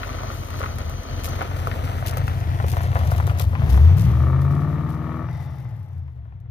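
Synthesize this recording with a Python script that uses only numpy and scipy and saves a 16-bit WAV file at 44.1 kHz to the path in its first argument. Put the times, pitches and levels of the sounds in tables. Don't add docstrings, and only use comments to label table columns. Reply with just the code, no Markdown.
import sys
import numpy as np
from scipy import signal
from scipy.fft import rfft, irfft, next_fast_len
from scipy.io import wavfile
from scipy.ndimage import map_coordinates

SR = 44100
rng = np.random.default_rng(int(sys.argv[2]) if len(sys.argv) > 2 else 0)


def volts_from_db(level):
    exponent = np.asarray(level, float) / 20
    return 10 ** exponent


def persist_wave(psi):
    counts = np.round(np.clip(psi, -1, 1) * 32767).astype(np.int16)
    wavfile.write(sys.argv[1], SR, np.atleast_2d(counts).T)


N = 287002
TIME = np.arange(N) / SR
LIFT_OFF_S = (5.21, 5.29)
SETTLED_S = (3.8, 4.2)


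def rms_one(x):
    return x / np.sqrt(np.mean(x ** 2) + 1e-20)


def in_time(rows):
    s, *columns = np.transpose(rows)
    return [np.interp(TIME, s, c) for c in columns]


def at_hz(points, hz):
    points = np.array(points)
    return np.interp(np.log(hz), np.log(points[:, 0]), points[:, 1])


def drift(rate):
    r = np.exp(-80 * np.pi * rate / SR)
    white = rng.standard_normal(N // 40 + 2002)
    slow = rms_one(signal.lfilter([1], [1, -2 * r, r * r], white)[2000:])
    return np.interp(np.arange(N) / 40, np.arange(len(slow)), slow)


def resonance(x, hz, width_hz):
    r = np.exp(-np.pi * width_hz / SR)
    poles = [1, -2 * r * np.cos(2 * np.pi * hz / SR), r * r]
    return signal.lfilter(np.array([1, 0, -1]) * (1 - r * r) / 2, poles, x)


def narrow_band(x, hz, width_hz):
    return resonance(resonance(x, hz, width_hz), hz, width_hz)


def filtered(x, order, hz, kind="low"):
    return signal.sosfilt(signal.butter(order, hz, kind, fs=SR, output="sos"), x)


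def decay(length_s):
    return [1, -np.exp(-1 / (length_s * SR))]


def coloured(x, spectrum):
    size = next_fast_len(N + 4096)
    log_gain = at_hz(spectrum, np.arange(1, 2050) * SR / 4096) * np.log(10) / 20
    fold = irfft(log_gain) * np.r_[1, np.full(2047, 2), 1, np.zeros(2047)]
    response = irfft(np.exp(rfft(fold)))
    return irfft(rfft(x, size) * rfft(response, size), size)[..., :N]


def grains(per_s, spread_db):
    sizes = volts_from_db(spread_db * np.minimum(rng.exponential(1, N), 4)) * rng.choice([-1, 1], N)
    return sizes * (rng.random(N) < per_s / SR)


def spread_noise(alike):
    shared, *own = rng.standard_normal((3, N))
    return np.sqrt(alike) * shared + np.sqrt(1 - alike) * np.array(own)


# (time [s], four-stroke cycles per second [Hz])
SPEED = [(0, 6.1), (.6, 5.65), (1.05, 5.31), (1.6, 5.63), (2.2, 5.82), (2.7, 5.45), (3.2, 5.92),
         (3.48, 5.75), (3.6, 6.3), (3.8, 8.92), (4.05, 13.6), (4.3, 16.2), (4.63, 18.25), (5.2, 20.2),
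         (5.3, 20.6), (5.4, 17.9), (5.8, 12.3), (6.4, 7.25)]


def crank():
    cycle_hz, = in_time(SPEED)
    return cycle_hz, np.cumsum(cycle_hz) / SR


def firing_tones(cycle_hz, turns, even_db):
    octave_db = -0.5 - np.clip(7 * (cycle_hz - 6), 0, 26.5)
    octave_db += np.interp(cycle_hz - 17.5, [0, 1, 3.3], [0, 11, 15])
    octave_db -= np.interp(TIME, LIFT_OFF_S, [0, 18]) * (cycle_hz > 9)
    even_db = even_db + np.interp(cycle_hz, [6.3, 7.5], [-3.5, 0])
    octave = volts_from_db(octave_db) * np.sin(32 * np.pi * turns + 1)
    return volts_from_db(even_db) * np.sin(16 * np.pi * turns) + octave


UNEVEN_DB = [-5, -10, -4, -6, -1.5, -7, -7]
UNEVEN_FAST_DB = [-3, -6, -5, 0, -5, -3, -1]
ORDER_TRIM = {4: -8, 6: -4, 7: -5, 9: 3, 10: 2, 11: 4, 13: 2, 18: -5, 19: -12, 23: -4}
# (cycle rate [Hz], level [dB])
BANK_DIP = [(11, 0), (14, -8), (18.5, -8), (20, 0)]
# (frequency [Hz], level [dB])
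PIPE = [(20, -45), (45, -30), (60, -15), (75, 0), (92, -1), (107, -8), (125, -3), (150, -6), (175, -9),
        (210, -11), (240, -14), (280, -16), (330, -13), (420, -28)]
# (time [s], level of the 151 Hz mode [dB])
BARK = [
    (0, -5),
    (2.2, 8),
    (3.3, 2),
    (3.5, -4),
    (3.62, 8),
    (4.12, -2),
    (4.3, -15.5),
]


def uneven_orders(cycle_hz, turns, wobble_db=1.5):
    coarse = slice(None, None, 20)
    cycle_hz, turns, time = cycle_hz[coarse], turns[coarse], TIME[coarse]
    bark_db = in_time(BARK)[0][coarse]
    coasting = np.interp(time, LIFT_OFF_S, [0, 1])
    thinning_db = 17 * np.interp(time, *zip(*sorted([(5.5, 0), (4.51, 17)]))) / 17
    thinning_db = 17 * np.interp(time, (5.5, 4.51), [0, 1])
    orders, power = 0, 0
    for k in range(2, 48):
        if k in (8, 16):
            continue
        hz = k * cycle_hz
        slow_fast_db = [UNEVEN_DB[k % 8 - 1], UNEVEN_FAST_DB[k % 8 - 1]]
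        db = np.interp(cycle_hz, [15, 19.5], slow_fast_db) * (k % 8 > 0)
        db += ORDER_TRIM.get(k, 0) * np.interp(cycle_hz, [17.5, 20], [1, 0])
        if k == 12:
            db += np.interp(cycle_hz, *np.transpose(BANK_DIP))
        if k > 12:
            db -= np.interp(cycle_hz, [16, 19], [0, 6])
        db -= {11: 10, 20: 3, 21: 4}.get(k, 0) * np.interp(cycle_hz, [11, 14], [0, 1])
        db += coasting * 7 / (1 + ((hz - 120) / 12) ** 2)
        db -= min(2.6 * max(k - 21, 0), 13) + coasting * np.clip((hz - 140) / 4, 0, 16)
        db -= np.clip((hz - 175) / 2, 0, 4 if k == 12 else 10)
        db -= thinning_db / (1 + (hz / 99.3) ** 6)
        gain = volts_from_db(db + at_hz(PIPE, hz) + bark_db / (1 + ((hz - 151.3) / 50) ** 2))
        power = power + gain ** 2
        tone = np.sin(2 * np.pi * (k * turns + rng.random()))
        orders = orders + gain * volts_from_db(wobble_db * drift(0.33)[coarse]) * tone
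    return signal.resample_poly(orders / np.sqrt(power), 20, 1)[:N]


# (frequency [Hz], width [Hz], level [dB])
BOOM = [(76, 22, 0), (95, 20, -3), (120, 22, -4), (146, 25, -13)]


def misfires(cycle_hz, turns):
    fired = np.diff(np.floor(8 * turns), prepend=0)
    kicks = fired * rng.standard_normal(N) / np.sqrt(cycle_hz) + 1e-18
    rumble = 0
    for k, (hz, width, db) in enumerate(BOOM):
        rumble = rumble + (-1) ** k * volts_from_db(db) * resonance(kicks, hz, width)
    level_db = -9 - 1.5 * np.maximum(cycle_hz - 13.5, 0)
    level_db += 14 * np.exp(-((TIME - 5.29) / 0.1) ** 2)
    return volts_from_db(level_db) * rms_one(filtered(rumble, 3, [60, 170], "band"))


# (time [s], level [dB], firing tone over the uneven orders [dB])
LOAD = [(0, -38.5, 6), (.15, -35.5, 3), (.75, -31.5, -7), (1.05, -32.5, 5), (1.35, -30.5, -3),
        (2.3, -28, -5), (3.0, -23, -13), (3.5, -19.5, -34), (3.73, -21, 8), (3.88, -24.5, 16),
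        (4.03, -19, -4), (4.27, -20, -2), (4.5, -24.5, 3.5), (5.05, -30, -3.5), (5.25, -30, -8.5),
        (5.65, -33.5, -1.5), (6.0, -40.5, 8.5), (6.5, -39, -11)]
# (time [s], level [dB])
STUMBLES = [(.48, -6), (1.048, -12.5), (1.46, -6.5), (3.38, -7), (3.54, -6), (2.0, -1.5), (2.22, 3.5),
            (5.31, 3), (5.87, -6), (5.99, 2.5), (6.13, -3), (6.34, -1)]


def exhaust(cycle_hz, turns):
    level_db, even_db = in_time(LOAD)
    level_db += sum(db * np.exp(-((TIME - s) / 0.04) ** 2) for s, db in STUMBLES)
    tones = firing_tones(cycle_hz, turns, even_db) + uneven_orders(cycle_hz, turns)
    return volts_from_db(level_db) * (np.sqrt(2) * tones + misfires(cycle_hz, turns))


# (frequency [Hz], width [Hz], level against the belt [dB])
BAY = [(3045, 380, -4.5), (4420, 510, -4)]
# (time [s], level [dB])
BONNET = [
    (0, 18.5),
    (1.3, 21),
    (2.4, -34),
    (4, -4),
]


def engine_bay():
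    belt = volts_from_db(-33.5) * rms_one(narrow_band(rng.standard_normal(N), 6110, 150))
    gear = sum(volts_from_db(db) * rms_one(narrow_band(rng.standard_normal(N), hz, width)) for hz, width, db in BAY)
    return volts_from_db(in_time(BONNET)[0]) * (belt + volts_from_db(-30) * gear)


# (frequency [Hz], spectral level [dB per Hz])
GRAVEL = [(120, -30), (200, -6), (260, 3), (330, -2.5), (430, -4.5), (530, -1.5), (600, -5), (680, 1.5),
          (866, -1), (1190, -8.5), (1900, -7), (2640, -15), (3300, -15.5), (4330, -21.5), (5410, -29),
          (6140, -22), (7090, -61.5), (9000, -60.5), (11700, -61), (19800, -120)]


def gravel(level_db):
    grind = rms_one(grains(1200 * volts_from_db(3.2 * drift(16)), spread_db=5.0))
    grind *= np.interp(TIME, SETTLED_S, [.8, .08])
    rush = rms_one(coloured(grind + spread_noise(alike=.45), GRAVEL))
    return volts_from_db(level_db + 1.2 * drift(7)) * (rush + engine_bay())


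def chips(level_db):
    pitches_hz = (560, 780, 1000, 1150, 1500)
    rings = 0
    for hz in pitches_hz:
        clicks = grains(70 / len(pitches_hz), spread_db=2.5) + 1e-18
        rings = rings + resonance(clicks, hz, .3 * hz) * np.sqrt(1 / hz)
    return volts_from_db(level_db - 8) * rms_one(rings)


# (time [s], level [dB])
RUSH = [(0, -54), (2.5, -57.5), (3.2, -37), (3.6, -48), (4, -46.5), (4.2, -39.5), (4.6, -40.5), (5.0, -43),
        (5.25, -39.5), (5.4, -39), (5.8, -52.5), (6.5, -79)]
# (frequency [Hz], spectral level [dB per Hz])
ROAR = [(250, -18), (340, -3), (470, -13), (580, 0), (720, 0), (780, -10), (870, -4), (1000, -7),
        (1700, -12), (1820, -10), (2300, -16), (2700, -32), (3800, -33), (8000, -52)]


def roar(cycle_hz, turns):
    puffs = 1 + .076 * np.cos(16 * np.pi * turns) + .3 * np.cos(10 * np.pi * turns)
    late = turns + .0002 * cycle_hz * drift(40)
    cylinder = np.floor(8 * np.maximum.accumulate(late)).astype(int)
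    strength_db = np.array([0, -10, -3, -16, -1, -7, -18, -9])
    fronts = np.diff(cylinder, prepend=0) * volts_from_db(strength_db)[cylinder % 8]
    rattle = rng.standard_normal(600) * np.exp(-np.arange(600) / (.004 * SR))
    rasp = rms_one(filtered(signal.fftconvolve(fronts, rattle)[:N], 2, 1500))
    gas = puffs * spread_noise(alike=.6) + np.interp(TIME, LIFT_OFF_S, [.9, .1]) * rasp
    return volts_from_db(in_time(RUSH)[0] + 1.8 * drift(3.4)) * rms_one(coloured(gas, ROAR))


# (frequency [Hz], width [Hz], level against the roar, throttle open [dB], shut [dB])
WHINES = [(700, 55, -7, -16), (600, 45, -9, -22), (840, 40, -15, -8), (1820, 80, -15, -24),
          (2020, 100, -24, -15), (3850, 200, -26, -35), (3620, 260, -35, -24), (4690, 200, -40, -29),
          (5350, 250, -34, -27), (5780, 200, -34, -28)]


def whines():
    white, song = rng.standard_normal(N), 0
    for hz, width, *open_shut_db in WHINES:
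        level = volts_from_db(np.interp(TIME, LIFT_OFF_S, open_shut_db))
        song = song + level * rms_one(narrow_band(white, hz, width))
    return volts_from_db(in_time(RUSH)[0]) * song


# (time [s], peak level [dB], length [s])
CRUSH = [(0.5, -54, 0.0095), (1.235, -27.5, 0.042), (1.253, -44, 0.024), (1.56, -56, 0.017),
         (1.845, -38, 0.012), (2.068, -41, 0.014), (2.088, -46, 0.01), (2.17, -37, 0.016),
         (2.273, -63, 0.022), (2.664, -41, 0.023), (2.681, -35.5, 0.056), (2.72, -54, 0.025),
         (2.764, -39, 0.013), (2.825, -40, 0.036), (3.063, -49, 0.028), (3.105, -40, 0.033),
         (3.161, -41, 0.013), (3.284, -46, 0.033), (3.383, -37, 0.013), (3.396, -27, 0.037),
         (3.694, -38, 0.018), (3.724, -39, 0.035), (3.968, -35.5, 0.05), (3.995, -33.5, 0.035),
         (4.407, -52, 0.067), (4.506, -52, 0.061), (4.612, -51, 0.016), (4.89, -49, 0.044),
         (5.29, -57.5, 0.61), (5.349, -59, 0.0097), (5.405, -70, 0.011), (5.66, -68, .012),
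         (5.594, -61, 0.015)]
# (time [s], peak level [dB])
SNAPS = [(0.3172, -39), (0.446, -36), (0.505, -30), (0.595, -30), (0.7577, -35), (0.7853, -25),
         (0.896, -32), (1.033, -32), (1.1966, -37), (1.243, -29), (1.3588, -33), (1.422, -29),
         (1.568, -31.5), (1.673, -27.5), (1.8403, -34), (1.9784, -41.5), (2.0635, -18), (2.072, -18),
         (2.0808, -19), (2.0847, -23), (2.095, -21), (2.1107, -22.5), (2.1377, -31), (2.171, -21),
         (2.2695, -31), (2.281, -29), (2.4037, -37), (2.6668, -35), (2.6848, -38), (2.699, -26),
         (2.717, -26), (2.726, -32), (2.7611, -36), (2.8115, -36), (2.818, -32.5), (2.9496, -32),
         (2.99, -31), (3.049, -38), (3.074, -32), (3.114, -42), (3.163, -34), (3.1807, -26), (3.269, -21.5),
         (3.276, -28), (3.312, -36), (3.3744, -32), (3.3952, -30), (3.4042, -39.5), (3.414, -25),
         (3.6965, -47), (3.7234, -33), (3.7747, -29), (3.9809, -39), (3.9926, -33), (4.4154, -38),
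         (4.4518, -41), (4.52, -47), (4.6045, -42), (5.5853, -47), (6.4023, -54)]
# (frequency [Hz], spectral level [dB per Hz])
LEAVES = [(1470, -10), (2500, 1), (3090, 0.5), (5050, -1.5), (6550, -1.5), (7600, -7.5), (9500, -4),
          (12400, -0.5), (15100, -0.5), (16100, -17.5), (16500, -11.5)]


def leaves(tyre_db):
    rustle_db = tyre_db - 16 - 7.5 * np.clip((TIME - 4.22) / 0.32, 0, 1)
    rustle_db -= 22 * np.maximum(TIME - 5.2, 0)
    effort = np.zeros(N)
    for s, db, length in CRUSH:
        after = slice(round(s * SR), round((s + 3 * length) * SR))
        age = TIME[after] - s
        effort[after] += volts_from_db(db - 10.5) * np.minimum(age / 0.00095, 1) * np.exp(-(age / length) ** 2)
    cracks = rms_one(signal.lfilter([1], decay(.0015), np.abs(grains(300, spread_db=1.6))))
    gate = effort * (1.2 * cracks + .2)
    gate += volts_from_db(rustle_db + 1.5 * drift(6)) * (.2 * cracks + .9)
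    s, db = np.transpose(SNAPS)
    snapped = np.bincount((s * SR).astype(int), volts_from_db(db - 12.5), N)
    gate += signal.lfilter([1], decay(.0025), snapped + 1e-18)
    return gate * rms_one(coloured(spread_noise(alike=.35), LEAVES)) / 1.17


# (time [s], peak level [dB], frequency [Hz])
STONES = [(0.033, -16, 1530), (0.188, -27, 1150), (0.234, -27, 606), (0.505, -28, 1120), (0.616, -22, 630),
          (0.631, -22.5, 1150), (0.638, -18.5, 900), (0.661, -22.5, 1090), (0.786, -26.5, 694),
          (0.924, -36, 600), (1.41, -20, 710), (1.417, -15, 860), (1.514, -25, 665), (1.672, -14.5, 490),
          (1.715, -18, 1660), (1.877, -24, 1240), (2.026, -21.5, 673), (2.133, -23.5, 890),
          (2.171, -21.5, 563), (2.28, -18.5, 930), (2.601, -18.5, 685), (2.642, -21, 450),
          (2.769, -18.5, 710), (2.956, -15.5, 690), (2.966, -18, 625), (2.972, -26, 650), (3.118, -19, 655),
          (3.201, -17, 820), (3.276, -20.5, 520), (3.404, -20, 547), (3.553, -19.5, 940), (3.62, -22, 706),
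          (3.744, -25, 780), (4.782, -32, 1000), (5.015, -42, 1040), (5.287, -29.5, 910)]
# (time [s], peak level [dB], frequency [Hz])
PEBBLES = [(0.093, -24, 1190), (0.214, -49, 657), (0.302, -26.5, 606), (0.607, -24.5, 505),
           (0.878, -37, 655), (0.896, -29, 509), (1.279, -27, 536), (1.318, -48, 686), (1.566, -30, 640),
           (1.62, -34, 565), (1.75, -44, 581), (1.79, -28, 1200), (1.928, -40, 477), (1.985, -27.5, 1300),
           (2.265, -39, 1080), (2.737, -21.5, 802), (2.808, -21.5, 799), (2.914, -35, 778),
           (2.93, -24.5, 729), (2.993, -26, 530), (3.297, -19.5, 1290), (3.313, -26, 493),
           (3.533, -26.5, 584), (3.668, -29, 705), (3.776, -21.5, 710), (4.344, -38, 646),
           (4.368, -33, 690), (4.758, -34, 794), (5.045, -46, 630), (5.412, -45, 842), (5.531, -50, 830),
           (5.653, -42, 487), (5.81, -48, 633), (5.877, -52, 506), (5.901, -47, 670), (6.08, -43.5, 900),
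           (6.255, -47, 700), (6.324, -46, 818), (6.46, -51, 470)]


def stones():
    out, time = np.zeros(N + 4000), np.arange(4000) / SR
    for s, db, hz in [*STONES, *[(s, db - 0.5, hz) for s, db, hz in PEBBLES]]:
        chance, size = rng.random((2, 4000))
        slips = (chance < 1100 / SR) * (2 * size - 1) * np.exp(-time / .009)
        slips[0] = 1.3
        pop = resonance(slips, hz, 0.32 * hz) - 0.35 * resonance(slips, 2.3 * hz, 1.4 * hz)
        at = round(s * SR)
        out[at:at + 4000] += volts_from_db(db) * pop / np.abs(pop).max()
    return filtered(out[:N], 2, [300, 2700], "band")


# (time [s], level [dB])
THROAT = [
    (3.4, -47),
    (3.65, -36),
    (4.0, -38),
    (4.4, -42),
    (4.7, -54),
    (5.3, -66),
]
# (frequency [Hz], width [Hz], level [dB])
THROAT_HZ = [(220, 63, 1.5), (321, 79, -2.5), (392, 87, -6.5)]


def intake(turns):
    air = (1 + .7 * np.cos(16 * np.pi * turns)) * rng.standard_normal(N)
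    hollow = sum(volts_from_db(db) * narrow_band(air, hz, width) for hz, width, db in THROAT_HZ)
    return volts_from_db(in_time(THROAT)[0]) * rms_one(hollow)


def hidden(x):
    return x + np.interp(TIME, (4.13, 4.6), [0, 1]) * (filtered(x, 1, 1980) - x)


def yard(x, t60=0.09):
    time = np.arange(8000) / SR
    tails = rng.standard_normal((2, 8000)) * volts_from_db(-60 * time / t60) * (time > .001)
    return signal.fftconvolve(x[None], tails / np.sqrt(np.sum(tails[0] ** 2)), axes=1)[:, :N]


# (frequency [Hz], width [Hz], share added [ratio])
FRAME = [(800, 200, -.6), (1170, 380, 1.0), (1590, 240, -.75)]


def framed(x):
    echo = sum(share * resonance(x, hz, width) for hz, width, share in FRAME)
    return x + np.interp(TIME, (0.18, 2.7), [1, .3]) * echo


# (time [s], lead of the left port [samples])
LEAD = [
    (1.2, 25),
    (2.2, 21),
    (2.8, 14),
    (3.8, 8),
    (4.4, -2),
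    (5.3, -2),
    (5.8, 3),
    (6.3, 14),
]
# (frequency [Hz], level [dB])
SHADE_BEHIND = [(60, 2.5), (110, 2.5), (200, 3.0), (380, 4.0), (700, -0.5), (1290, 3.0), (2380, 12.5),
                (4400, 5.0), (8120, 1.5), (15000, 4.5)]
SHADE_AHEAD = [(60, 2.5), (110, 3.0), (200, 4.0), (380, 5.0), (700, 7.0), (1290, 8.5), (2380, 10.5),
               (4400, 9.0), (8120, 10.0), (15000, 10.5)]


def ports(boom, rest):
    lead, = in_time(LEAD)
    low = signal.sosfiltfilt(signal.butter(3, 810, fs=SR, output="sos"), rest[0])
    left = 0
    for x, share in ((boom[0] + rest[0] - low, 1), (low, 0.39)):
        left = left + map_coordinates(x, [np.arange(N) + share * lead], order=3, mode="nearest")
    behind = coloured(boom[1] + rest[1], np.array(SHADE_BEHIND) * [1, -1])
    ahead = coloured(boom[1] + rest[1], np.array(SHADE_AHEAD) * [1, -1])
    return np.array([left, behind + np.interp(TIME, (1.4, 4.33), [0, 1]) * (ahead - behind)])


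# (time [s], level [dB])
TYRES = [(0, -39.5), (.65, -39.5), (.95, -43), (1.35, -39), (1.7, -37.5), (2.4, -40), (3.2, -38.5),
         (3.45, -45), (3.75, -38.5), (4.3, -42), (4.7, -39.5), (5.2, -44.5), (5.4, -45), (6.05, -58),
         (6.5, -60.5)]


def scene():
    tyre_db, = in_time(TYRES)
    cycle_hz, turns = crank()
    boom = volts_from_db(2.3) * exhaust(cycle_hz, turns)
    grinding = hidden(gravel(tyre_db + 4.0))
    pops = volts_from_db(5.0) * stones() + chips(tyre_db - np.interp(TIME, SETTLED_S, [0, 9]))
    rest = grinding + pops + volts_from_db(7.0) * leaves(tyre_db)
    rest = rest + roar(cycle_hz, turns) + whines() + intake(turns) + volts_from_db(-12) * yard(pops)
    shudder = rms_one(filtered(spread_noise(alike=0.31), 2, [22, 45], "band"))
    low_end = boom + volts_from_db(-19.5) * yard(boom) + volts_from_db(tyre_db - 6.0) * shudder
    return ports(low_end, framed(rest)) + volts_from_db(-108) * rng.standard_normal((2, N))


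def band_limit(x):
    return signal.sosfilt(signal.butter(12, 16820, fs=SR, output="sos"), x)


def record(dry):
    cut = filtered(dry, 2, 30, "high")
    cut = signal.sosfilt(signal.cheby2(12, 60, 16400, fs=SR, output="sos"), cut)
    return band_limit(cut)


dry = scene()
out = record(dry)
persist_wave(out)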